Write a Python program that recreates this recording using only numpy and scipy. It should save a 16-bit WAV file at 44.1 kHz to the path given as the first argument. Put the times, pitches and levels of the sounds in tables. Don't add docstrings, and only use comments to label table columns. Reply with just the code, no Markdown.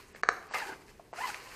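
import sys
import numpy as np
from scipy import signal
from scipy.fft import rfft, irfft
from scipy.io import wavfile
from scipy.ndimage import map_coordinates

SR = 44100
rng = np.random.default_rng(int(sys.argv[2]) if len(sys.argv) > 2 else 0)


def store_pcm(level_fs):
    pcm = np.round(np.clip(level_fs, -1, 1) * 32767).astype(np.int16)
    wavfile.write(sys.argv[1], SR, np.atleast_2d(pcm).T)


def gain_from_db(level_db):
    decades = np.asarray(level_db, float) / 20
    return 10 ** decades


N = 68355
T = np.arange(N) / SR

# [f/Hz, level/dB per Hz]
HISS_COLOUR = [(15, -47), (25, 2), (179, -4), (339, -4), (409, 3), (467, -7.5), (1280, -25.5),
               (3530, -24.5), (14400, -31.5)]
# [t/s, level/dB]
RUB_LEVEL = [(0, -53), (.06, -60.5), (.13, -66), (.155, -56), (.2, -60.5), (.5, -61), (.512, -52),
             (.535, -51.5), (.544, -36.5), (.6, -43), (.72, -49.5), (.77, -59.5), (.86, -64.5), (.905, -58),
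             (.94, -65), (1.125, -70.5), (1.135, -51.5), (1.195, -43.5), (1.3, -41), (1.34, -46.5),
             (1.45, -51), (1.55, -48)]
# [f/Hz, level/dB]
RUB_COLOUR = [(200, -19.5), (400, -8), (1000, -0.5), (2800, -3.5), (3500, -16.5), (4600, -8.5),
              (8000, -16.5), (14000, -21.5)]
# [t/s, peak level/dB, f/Hz, T60/s]
TICKS = [(0.148, -45, 1770, .012), (.149, -42, 490, 0.0093), (0.159, -48, 2200, 0.011),
         (0.163, -41.5, 1750, 0.0059), (0.427, -36, 1520, 0.0047), (0.5114, -33, 880, 0.0059),
         (.521, -35.5, 875, 0.0067), (0.538, -30.5, 1700, 0.014), (0.59, -40, 2640, 0.011),
         (0.603, -34, 1520, 0.014), (0.72, -54, 1570, 0.004), (1.216, -41, 1810, 0.016),
         (1.297, -48, 1610, 0.018), (1.3025, -32.5, 1530, 0.012), (0.9962, -45.5, 683, 0.026),
         (.998, -61, 940, 0.042), (1.130, -33, 694, 0.0095), (1.136, -31.5, 910, 0.0073),
         (1.1418, -47, 1140, .01), (1.1446, -45, 1300, 0.0085), (1.3445, -26.5, 2370, 0.0052),
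         (1.472, -48.5, 1016, 0.032)]
# [t/s, peak level/dB, crack level/dB]
SNAPS = [
    (0.234, -12, -24),
    (0.2885, -5, -20.5),
]
# [f/Hz, level/dB, T60/s]
FRAME_MODES = [(444, -9.5, 0.024), (715, -7.5, 0.028), (1190, 3.5, 0.015), (1700, 5.5, 0.011),
               (2296, -3.5, 0.0093), (2883, -16, 0.011), (3950, -19, 0.021), (4490, -14, 0.019)]
# [f/Hz, level/dB]
CRACK_COLOUR = [(3000, -33.5), (4000, 3), (4800, -2), (5800, 3.5), (8500, -10)]
# [f/Hz, level/dB, T60/s]
CHATTER_MODES = [(850, -3, .03), (1010, -2, .025), (1220, 1, .06), (1600, -8, .02), (1900, -2, .02),
                 (2080, 0, .035), (2650, -6, .025)]
# [t/s, slip rate f/Hz, level/dB, jitter/share of rate]
SLIDES = [
    [(.555, 1100, -50, .07), (.58, 1020, -39, .06), (.6, 960, -43, .07), (.62, 870, -42, .03),
     (.637, 830, -41, .025), (.648, 780, -50, .04), (.69, 775, -48, .06), (.73, 770, -48, .07),
     (.75, 750, -62, .07)],
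    [(1.176, 630, -50, .02), (1.191, 725, -34, .012), (1.2, 800, -46, .03), (1.208, 870, -36, .025),
     (1.226, 1025, -36, .02), (1.244, 1020, -32, .015), (1.265, 950, -39, .04), (1.303, 800, -46, .05),
     (1.32, 790, -60, .05)],
]
PARTIALS_DB = [
    [0, 0, -11, -22],
    [0, -6, -14, -24],
]
# [start t/s, end t/s, level/dB]
HALF_RATE = (.657, .745, -48)
# [t/s, level/dB, half length/s]
BRUSHES = [(0.868, -64.5, 0.0036), (.902, -65.5, 0.0067)]
# [f/Hz, level/dB]
BRUSH_COLOUR = [(3000, -30), (4500, 4), (8000, 7), (10000, -27.5)]
# [start t/s, end t/s]
TREBLE_GAPS = [(.131, .158), (.226, .322), (.485, .538), (1.121, 1.147)]
# [start t/s, end t/s]
BASS_ONLY = (.216, .2275)


def unit(x):
    return x / np.sqrt(np.mean(x ** 2))


def colour(x, points):
    hz, db = np.array(points).T
    f = np.arange(N // 2 + 1) * SR / N + 1
    gain = gain_from_db(np.interp(np.log(f), np.log(hz), db))
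    return irfft(rfft(x) * gain, N)


def walk(rate_hz):
    values = rng.standard_normal(N // 20)
    return map_coordinates(values, [np.arange(N) * rate_hz / SR], order=3) * 1.1


def ring(at_s, hz, t60_s, phase, rise_s=0.00031):
    t = np.maximum(T - at_s, 0)
    decay = (T >= at_s) * np.exp(-np.log(1000) * t / t60_s)
    return decay * np.sin(2 * np.pi * hz * t + phase) * np.minimum(t / rise_s, 1)


def burst(at_s, t60_s):
    return ring(at_s, 0, t60_s, np.pi / 2)


def hiss():
    noise = unit(colour(rng.standard_normal(N), HISS_COLOUR))
    return noise * gain_from_db(-59 + 0.5 * walk(8))


def rub():
    grit_db, flicker_db = 2.5, -2.3
    grit = rng.standard_normal(N) * gain_from_db(grit_db * rng.exponential(size=N))
    rasp = colour(grit, RUB_COLOUR)
    out = 0
    for hz in 125 * 2 ** np.arange(8):
        octave = [(hz / 2, -40), (hz / 1.3, -3), (hz, 0), (hz * 1.3, -3), (hz * 2, -40)]
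        out = out + colour(rasp, octave) * gain_from_db(flicker_db * walk(44.66))
    level_db = np.interp(T, *np.array(RUB_LEVEL).T)
    return unit(out) * gain_from_db(level_db + 0.5 * walk(90))


def room(x):
    t60_s, top_t60_s, top_db = 0.66, 0.45, -1
    gap_s, split_hz = 0.0033, 1110
    t = T[:SR // 2]
    noise = rng.standard_normal(len(t)) * np.clip(t / gap_s - 0.5, 0, 1)
    low = signal.sosfilt(signal.butter(2, split_hz, fs=SR, output="sos"), noise)
    decay = gain_from_db(-60 * t / t60_s)
    tail = low * decay + (noise - low) * gain_from_db(top_db - 60 * t / top_t60_s)
    tail = tail / np.sqrt(np.sum((noise * decay) ** 2))
    return signal.fftconvolve(x, tail)[:N] * gain_from_db(-7)


def ticks():
    rise_s = 0.0007
    out = 0
    for s, db, hz, t60_s in TICKS:
        knock = ring(s, hz, t60_s, 0, rise_s)
        knock = knock + 0.32 * ring(s, 1.516 * hz, 0.83 * t60_s, 0, rise_s)
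        knock = knock + 0.088 * ring(s, 2.5 * hz, 0.96 * t60_s, 0)
        out = out + gain_from_db(db + 7.5) * knock
    return out


def snaps():
    out = 0
    for s, db, crack_db in SNAPS:
        hit = 0
        for k, (hz, mode_db, t60_s) in enumerate(FRAME_MODES):
            level_chance, pitch_chance = rng.standard_normal(2)
            pitch = hz * (1 + 0.0062 * pitch_chance)
            hit = hit + gain_from_db(mode_db + level_chance) * ring(s, pitch, t60_s, np.pi * (k % 2))
        crack = unit(colour(rng.standard_normal(N), CRACK_COLOUR)) * burst(s, 0.014)
        out = out + gain_from_db(db) * (hit / np.abs(hit).max() + gain_from_db(crack_db) * crack)
    return out


def chatter():
    start_s, t60_s, level_db, grit_db = 0.541, 0.16, -28.5, 3.7
    body = sum(gain_from_db(db) * ring(0, hz, mode_t60_s, 0) for hz, db, mode_t60_s in CHATTER_MODES)
    body = body[:SR // 10]
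    grit = rng.standard_normal(N) * gain_from_db(grit_db * rng.exponential(size=N))
    grit = unit(grit) * burst(start_s, t60_s)
    return signal.fftconvolve(grit, body / np.sqrt(np.sum(body ** 2)))[:N] * gain_from_db(level_db)


def half_rate_slips(phase):
    start_s, end_s, level_db = HALF_RATE
    scatter_rad = 1.3
    second = np.cos(2 * np.pi * 910 * T + scatter_rad * walk(119.8))
    half = np.cos(phase / 2 + scatter_rad * walk(140))
    fade = np.clip(np.minimum(T - start_s, end_s - T) / 0.0096, 0, 1)
    return (half + second) * fade * gain_from_db(level_db + 2.2 * walk(120))


def squeaks():
    flutter_db, flutter_hz, wander_hz = 2.2, 120, 400
    rough, rough_hz = 12, 300
    out = 0
    for slide, partials in zip(SLIDES, PARTIALS_DB):
        s, hz, db, jitter = np.array(slide).T
        jitter_now = np.interp(T, s, jitter)
        rate = np.interp(T, s, hz) * (1 + jitter_now * walk(wander_hz))
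        phase = 2 * np.pi * np.cumsum(rate) / SR
        tone = 0
        for k, partial_db in enumerate(partials):
            flutter = gain_from_db(partial_db + flutter_db * walk(flutter_hz))
            wobble = 1 + rough * jitter_now * walk(rough_hz)
            tone = tone + flutter * wobble * np.cos((k + 1) * phase)
        out = out + tone * gain_from_db(np.interp(T, s, db, left=-120, right=-120))
        if s[0] < HALF_RATE[0] < s[-1]:
            out = out + half_rate_slips(phase)
    return out


def brushes():
    shape = sum(gain_from_db(db) * np.exp(-((T - s) / half_s) ** 2) for s, db, half_s in BRUSHES)
    return shape * unit(colour(rng.standard_normal(N), BRUSH_COLOUR))


def scene():
    struck = colour(ticks() + snaps() + chatter(), [(80, -7.5), (300, 0.5)])
    near = struck + rub() + brushes()
    squeak = squeaks()
    return (near + squeak + room(near + 0.5 * squeak) + hiss())[None]


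def drop(x, spans, hz):
    gate = sum(np.clip(np.minimum(T - a, b - T) / 0.003 + 0.5, 0, 1) for a, b in spans)
    return x - gate * colour(x, [(hz * 0.98, -90), (hz, 0)])


def top_cut(x):
    return signal.sosfilt(signal.butter(12, 14600, fs=SR, output="sos"), x)


def record(dry):
    x = drop(dry[0], TREBLE_GAPS, 8750)
    x = drop(x, [BASS_ONLY], 380)
    x = drop(x, [(-1, 9)], 14600)
    return top_cut(x[None])


dry = scene()
out = record(dry)
store_pcm(out)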